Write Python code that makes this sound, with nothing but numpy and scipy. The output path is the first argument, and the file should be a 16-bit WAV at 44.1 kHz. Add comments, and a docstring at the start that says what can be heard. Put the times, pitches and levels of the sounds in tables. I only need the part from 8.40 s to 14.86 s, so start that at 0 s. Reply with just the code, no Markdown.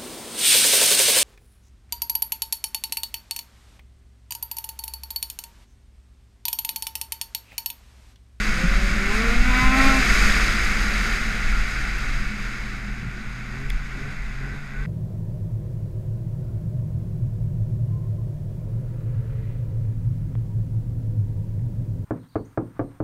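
"""A two-stroke snowmobile on hard snow, heard from a camera case on the rider's helmet.
0-1.6 s: it revs up; the exhaust sings and rasps with each firing, and growls at the top.
Track and skis rush and sizzle on the snow, the chassis drones, wind buffets the case.
1.6-5 s: it coasts down to idle; snow and wind fade as the sled slows; an ice crumb ticks on the case.
From 5.1 s: four burbling blips of throttle, with a second crumb after the first blip."""
import sys
import numpy as np
from scipy import signal
from scipy.fft import rfft, irfft, next_fast_len
from scipy.io import wavfile
from scipy.ndimage import uniform_filter1d, map_coordinates

SR = 44100
rng = np.random.default_rng(int(sys.argv[2]) if len(sys.argv) > 2 else 0)


def waveform_to_disk(signal):
    """Save audio, clipped to [-1, 1], as 16-bit WAV at the path in sys.argv[1]."""
    frames = np.transpose(np.atleast_2d(signal))
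    scaled = np.clip(frames, -1, 1) * 32767
    samples = np.round(scaled).astype(np.int16)
    wavfile.write(sys.argv[1], SR, samples)


N = 284886

# how hard track and skis work the snow, mostly with speed: (time [s], pace [dB])
SLED_PACE = [(0, -0.5), (.55, -1), (.86, 0.9), (1.03, -1.5), (1.21, 2.5), (1.31, -1), (1.38, 4.5),
             (1.87, 6), (2.15, 2), (2.7, 0.5), (2.85, -2), (3.65, -5), (3.95, -8), (4.15, -8), (4.65, -14),
             (5.65, -13), (6.46, -19)]


def amp(db):
    """Decibels to gain."""
    return 10 ** (np.asarray(db) / 20)


def unit(x):
    """x at rms 1."""
    return x / np.sqrt(np.mean(x ** 2) + 1e-20)


def along(points, hz):
    """Interpolate (frequency, value) points on a log axis."""
    at_hz, values = np.transpose(points)
    return np.interp(np.log(hz + 1), np.log(at_hz + 1), values)


def curve(points):
    """Interpolate (time, value) points at every sample."""
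    return np.interp(np.arange(N) / SR, *np.transpose(points))


def wobble(rate_hz):
    """Smooth random curve, rate_hz knots a second."""
    knots = rng.standard_normal(int(N * rate_hz / SR) + 4)
    coarse = np.arange(0, N + 16, 16)
    return np.interp(np.arange(N), coarse, map_coordinates(knots, [coarse * rate_hz / SR]))


def swell(at_s, width_s):
    """Gaussian rise and fall."""
    return np.exp(-((np.arange(N) / SR - at_s) / width_s) ** 2)


def noise():
    """White noise."""
    return rng.standard_normal(N)


def filtered(x, response):
    """x through a gain given as a function of frequency."""
    size = next_fast_len(N + 8192)
    return irfft(rfft(x, size) * response(np.fft.rfftfreq(size, 1 / SR)), size)[..., :N]


def coloured(x, spectrum):
    """x through a spectrum with steep skirts, at rms 1."""
    low_hz, high_hz = spectrum[0][0], spectrum[-1][0]
    skirt = lambda hz: np.clip(hz / low_hz, 0, 1) ** 4 / np.maximum(hz / high_hz, 1) ** 4
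    return unit(filtered(x, lambda hz: amp(along(spectrum, hz)) * skirt(hz)))


def tone(order, phase, drift_rad=0):
    """Sine at a multiple of the firing rate, rms 1."""
    return np.sqrt(2) * np.sin(order * phase + drift_rad + rng.uniform(0, 2 * np.pi))


def partial(order, phase, firing_hz, spectrum, drift_rad=0):
    """Fluttering tone, weighted by the resonances it sweeps through."""
    return amp(along(spectrum, order * firing_hz) + 2.52 * wobble(35)) * tone(order, phase, drift_rad)


def engine():
    """Two cylinders fire in turn; load brings out the upper harmonics and the rasp."""
    # one long pull, track dragging the engine, then idle: (time [s], load over idle [dB])
    pull_and_drag = [(0, 1), (.22, 14.5), (.56, 10), (.72, 22), (.92, 27), (1, 22), (1.17, 32),
                     (1.31, 31.5), (1.42, 33.5), (1.58, 30), (1.72, -15), (2.6, -16)]
    idle = [(3.6, 0)]
    load_db = curve(np.vstack([pull_and_drag, idle]))
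    blip_db, tilt_db, burble_gain, ring_gain = throttle_blips()
    firing_hz = firing_rate(blip_db)
    phase = 2 * np.pi * np.cumsum(firing_hz * (1 + 0.00476 * wobble(45))) / SR  # no two burns alike
    hum = amp(-41.3 + .38 * load_db + .75 * blip_db) * exhaust_hum(phase, firing_hz, tilt_db)
    bite_gain = amp(-67 + load_db + .6 * blip_db)
    exhaust = hum + bite_gain * pipe_song(phase, firing_hz) + growl(phase, firing_hz)
    ring, rasp = engine_casing(phase, firing_hz)
    casing = ring_gain * ring + (bite_gain + amp(-49)) * rasp  # rattles even with the throttle shut
    return exhaust + casing + burble_gain * burble(phase)


def throttle_blips(ramp_s=0.054):
    """Thumb on the throttle: curves of load [dB], tilt [dB/harmonic], burble gain and ring gain."""
    # (start [s], length [s], load [dB], tilt [dB/harmonic], burble [dB], casing ring [dB])
    blips = [(5.11, .19, 8.5, 4, -46, -56), (5.54, .19, 7, 4, -39, -46), (5.99, .19, 9, .5, -39, -45),
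             (6.33, .16, 9.5, .5, -42, -42.5)]
    starts_s, lengths_s, load_db, tilt_db, burble_db, ring_db = np.transpose(blips)
    ramp = lambda at_s: np.clip((np.arange(N) / SR - at_s) / ramp_s + .5, 0, 1)
    gates = np.array([ramp(on_s) - ramp(off_s) for on_s, off_s in zip(starts_s, starts_s + lengths_s)])
    return load_db @ gates, tilt_db @ gates, amp(burble_db) @ gates, amp(ring_db) @ gates


def firing_rate(blip_db, flywheel_s=.055, hz_per_db=1.64):
    """Firing rate [Hz]; the flywheel makes the revs lag each blip."""
    # revs climb, sink to idle, then the clutch holds them a little higher: (time [s], firing rate [Hz])
    pull = [(0, 157.4), (.1, 163.1), (.22, 174.9), (.32, 185.4), (.43, 189.5), (.6, 190.8), (.71, 203),
            (.81, 226), (.95, 236.6), (1.08, 250.5), (1.21, 254.7), (1.42, 267.3), (1.55, 266.7),
            (1.6, 258.7)]
    coast = [(1.66, 238), (2, 169.7), (3.3, 135.2), (3.999, 120.1), (5.13, 122), (5.28, 128.9),
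             (6.46, 131.2)]
    pole = np.exp(-1 / (flywheel_s * SR))
    lagged = lambda x: signal.lfilter([1 - pole], [1, -pole], x)
    return curve(np.vstack([pull, coast])) + hz_per_db * lagged(lagged(blip_db))


def exhaust_hum(phase, firing_hz, tilt_db, rough_rad=.28):
    """Harmonics 1-3: the tuned exhaust favours each at different revs; uneven burns shake them."""
    # (firing rate [Hz], harmonic 1 [dB], harmonic 2 [dB], harmonic 3 [dB])
    tuning = [(122, 0, -14, -19), (131, 0, -14, -21), (141, -1, -18, -22), (155, -2, -12, -17),
              (176, 0, -10, -4), (189, 1, -9, -8), (197, -3, -1, -19), (214, 1, -3, -18),
              (233, 1.5, -3, -12), (243, 0, -14, -13), (256, .5, -21, -8), (267, 6, -8, -4)]
    at_hz, *harmonics_db = np.transpose(tuning)
    out = np.zeros(N)
    for order, tuned_db in enumerate(harmonics_db, 1):
        level_db = np.interp(firing_hz, at_hz, tuned_db) + (order - 1.5) * tilt_db + 2 * wobble(30)
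        out += amp(level_db) * tone(order, phase, rough_rad * wobble(60))
    return out


def pipe_song(phase, firing_hz):
    """The pipe sings on harmonics 4-15; unequal cylinders add rough half-order lines."""
    # pipe resonances: (frequency [Hz], gain [dB])
    pipe = [(400, -7), (590, -14), (660, -7), (800, -0.5), (950, -15), (1015, 4.5), (1075, 4), (1170, -4.5),
            (1330, 5.5), (1600, -6.5), (2000, 4), (2400, 1.5), (2680, 0), (2950, -14)]
    song = sum(partial(k, phase, firing_hz, pipe) for k in range(4, 16))
    uneven = sum(partial(k + .5, phase, firing_hz, pipe, wobble(50)) for k in range(1, 11))
    return song + amp(-13) * uneven


def growl(phase, firing_hz, onset_hz=258.3, full_hz=264.9):
    """Uneven burns at top revs add lines between harmonics 2 and 3."""
    lines = unit(tone(7 / 3, phase, wobble(45)) + tone(5 / 2, phase, wobble(45)))
    return amp(-37.5) * np.interp(firing_hz, [onset_hz, full_hz], [0, 1]) * lines


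def engine_casing(phase, firing_hz):
    """The casing rings on harmonics 9-16 and rasps with a puff of noise per firing."""
    # casing resonances: (frequency [Hz], gain [dB])
    casing = [(700, -3.5), (1150, -6), (1370, -10), (1510, 7), (1680, -5), (1850, -18), (1950, 4),
              (2100, -12), (2400, -2), (3000, -36), (3500, -10), (5900, -43), (6600, -18), (8500, -29),
              (9200, -23), (10100, -40), (11300, -24.5), (15000, -44)]
    ring = unit(sum(partial(k, phase, firing_hz, casing) for k in range(9, 17)))
    puffs = (1 + np.cos(phase)) ** 2 * (1 + 0.22 * np.cos(phase / 2))
    return ring, coloured(noise() * puffs, casing)


def burble(phase):
    """At low revs about every third burn is weak: a throb below the firing rate."""
    # irregular burns: (frequency [Hz], relative density [dB])
    burns = [(70, -26), (92, -8), (115, -2), (170, -6), (230, -13.5), (420, -12), (700, -27)]
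    throb = tone(2 / 3, phase, wobble(20))
    return unit(throb + coloured(noise(), burns))


def track_and_skis(pace_db):
    """Track and skis grind through snow: a low thudding and a mid-band rush."""
    # both: (frequency [Hz], relative density [dB])
    thud_spectrum = [(180, -5.5), (300, 2), (420, -0.5), (600, -4), (740, -1), (920, -6.5), (1200, -2),
                     (1800, -26)]
    rush_spectrum = [(850, -28), (1000, -19), (1150, -7.5), (1300, -4.5), (1420, 2), (1650, -3),
                     (1900, -0.5), (2250, 0), (2420, -5.5), (2620, -5), (2850, -14.5), (3200, -23)]
    thud = amp(-39.5 + pace_db + 0.26 * wobble(24)) * coloured(noise(), thud_spectrum)
    rush = amp(-27 + 0.97 * pace_db) * coloured(noise() * amp(0.14 * wobble(150)), rush_spectrum)
    return thud + rush


def snow_spray(pace_db, fine_hz=8000):
    """The crust breaks in tiny bursts, coloured by the camera case; finer and brighter at speed."""
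    # spray: (frequency [Hz], relative density [dB])
    sizzle = [(2300, -42), (2900, -1), (3500, 0), (4300, -4), (5200, -3.5), (5800, -6.5), (7200, -8),
              (8000, -11), (10000, -16.5), (12200, -17.5), (13200, -22.5), (15200, -27)]
    # camera case resonances: (centre [Hz], width [Hz], lift [dB])
    case_modes = [(3924, 160, 6), (4570, 220, 5), (4950, 390, 6), (6540, 570, 7), (8640, 670, 2.5)]
    lift_db = lambda hz: sum(db / (1 + (2 * (hz - centre) / width) ** 2)
                             for centre, width, db in case_modes)
    grains = noise() * amp(0.83 * wobble(700) + 0.66 * wobble(20))
    spray = coloured(filtered(grains, lambda hz: amp(lift_db(hz))), sizzle)
    fine = filtered(spray, lambda hz: hz ** 4 / (hz ** 4 + fine_hz ** 4))
    return amp(-36 + 1.095 * pace_db) * (spray + (amp(0.19 * pace_db) - 1) * fine)


def wind(pace_db, slow_hz=42.6):
    """Eddies buffet the camera case and grow with the pace; gusts swell the slowest."""
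    # eddies: (frequency [Hz], relative density [dB])
    buffet = [(8, -4.5), (16, 2), (24, -13.5), (33, -1), (42, 0.5), (48, -1), (57, -21), (75, -25),
              (140, -45)]
    # gusts and helmet jolts: (time [s], half-width [s], lift [dB])
    gusts = [(0.08, 0.042, 9), (.38, .14, 10), (1.001, 0.11, 10), (1.271, 0.034, 11), (1.445, 0.054, 6),
             (1.792, 0.077, 5.5), (3.131, 0.1, 9), (3.762, 0.082, 7.5), (4.507, 0.033, 7),
             (5.332, 0.086, 11.5), (5.822, 0.061, 8), (6.049, 0.082, 8.5), (6.414, 0.05, 11.5)]
    gust_db = sum(db * swell(at_s, width_s) for at_s, width_s, db in gusts)
    eddies = coloured(noise(), buffet)
    power = np.abs(uniform_filter1d(eddies ** 2, size=3000))
    eddies = unit(eddies / np.sqrt(power + 1e-4))  # even out their strength
    slow = unit(filtered(eddies, lambda hz: 1 / (1 + (hz / slow_hz) ** 4)))
    return amp(-24 + .65 * pace_db + 1.6 * wobble(18)) * (eddies + (amp(gust_db) - 1) * slow)


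def chassis_drone():
    """The chassis drones: low noise peaking at 210 Hz."""
    # (time [s], level [dB])
    levels = [(0, -33), (1.45, -29.5), (2.5, -33), (3.2, -36.5), (5.03, -40), (5.15, -43), (6.46, -43)]
    # (frequency [Hz], relative density [dB])
    chassis = [(45, -21), (65, -5), (100, -2.5), (150, -4.5), (188, -2.5), (210, 7), (232, -5),
               (300, -15.5), (450, -21.5)]
    return amp(curve(levels)) * coloured(noise(), chassis)


def bumps():
    """Ruts thump the chassis, hard patches scrape the skis: short swells of narrow noise."""
    # (time [s], level [dB], half-width [s], centre [Hz], bandwidth [Hz])
    hits = [(0.245, -20, 0.017, 197, 48.7), (1.24, -29, 0.029, 150, 130), (2.661, -31, 0.029, 1421, 120),
            (3.166, -30.5, 0.045, 1393, 139.5), (4.656, -32.5, 0.062, 160, 100)]
    out = np.zeros(N)
    for at_s, db, width_s, centre_hz, width_hz in hits:
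        band = unit(filtered(noise(), lambda hz: np.exp(-2 * ((hz - centre_hz) / width_hz) ** 2)))
        out += amp(db) * band * swell(at_s, width_s)
    return out


def ice_crumbs(tick_t60_s=0.0094, knock_delay_s=0.0027, knock_width_s=0.00095):
    """Ice hits the camera case: a sharp tick, then a short knock as the wall flexes."""
    # (time [s], tick level [dB], knock over tick [dB])
    impacts = [(3.586, -39, -26), (5.302, -31, 10.5)]
    # (frequency [Hz], relative density [dB])
    tick_spectrum = [(1500, -6), (3500, -2), (6200, -2), (9800, -11), (11800, -3), (13000, -7),
                     (14500, -16)]
    out, t = np.zeros(N), np.arange(1024) / SR
    wall_modes = np.sin(2 * np.pi * 2150 * t) + 0.5 * np.sin(2 * np.pi * 3450 * t)
    knock = wall_modes * np.exp(-((t - knock_delay_s) / knock_width_s) ** 2)
    for at_s, db, knock_db in impacts:
        tick = coloured(noise(), tick_spectrum)[:len(t)] * amp(-60 * t / tick_t60_s)
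        out[round(at_s * SR):][:len(t)] += amp(db) * (tick + amp(knock_db) * knock)
    return out


def scene():
    """One microphone inside the case, on both channels."""
    pace_db = curve(SLED_PACE)
    mono = engine() + wind(pace_db) + chassis_drone()
    mono += track_and_skis(pace_db) + snow_spray(pace_db) + bumps() + ice_crumbs()
    return np.array([mono, mono])


def record(dry, top_hz=15300):
    """The camera's band limit."""
    return filtered(dry, lambda hz: hz < top_hz)


dry = scene()
out = record(dry)
waveform_to_disk(out)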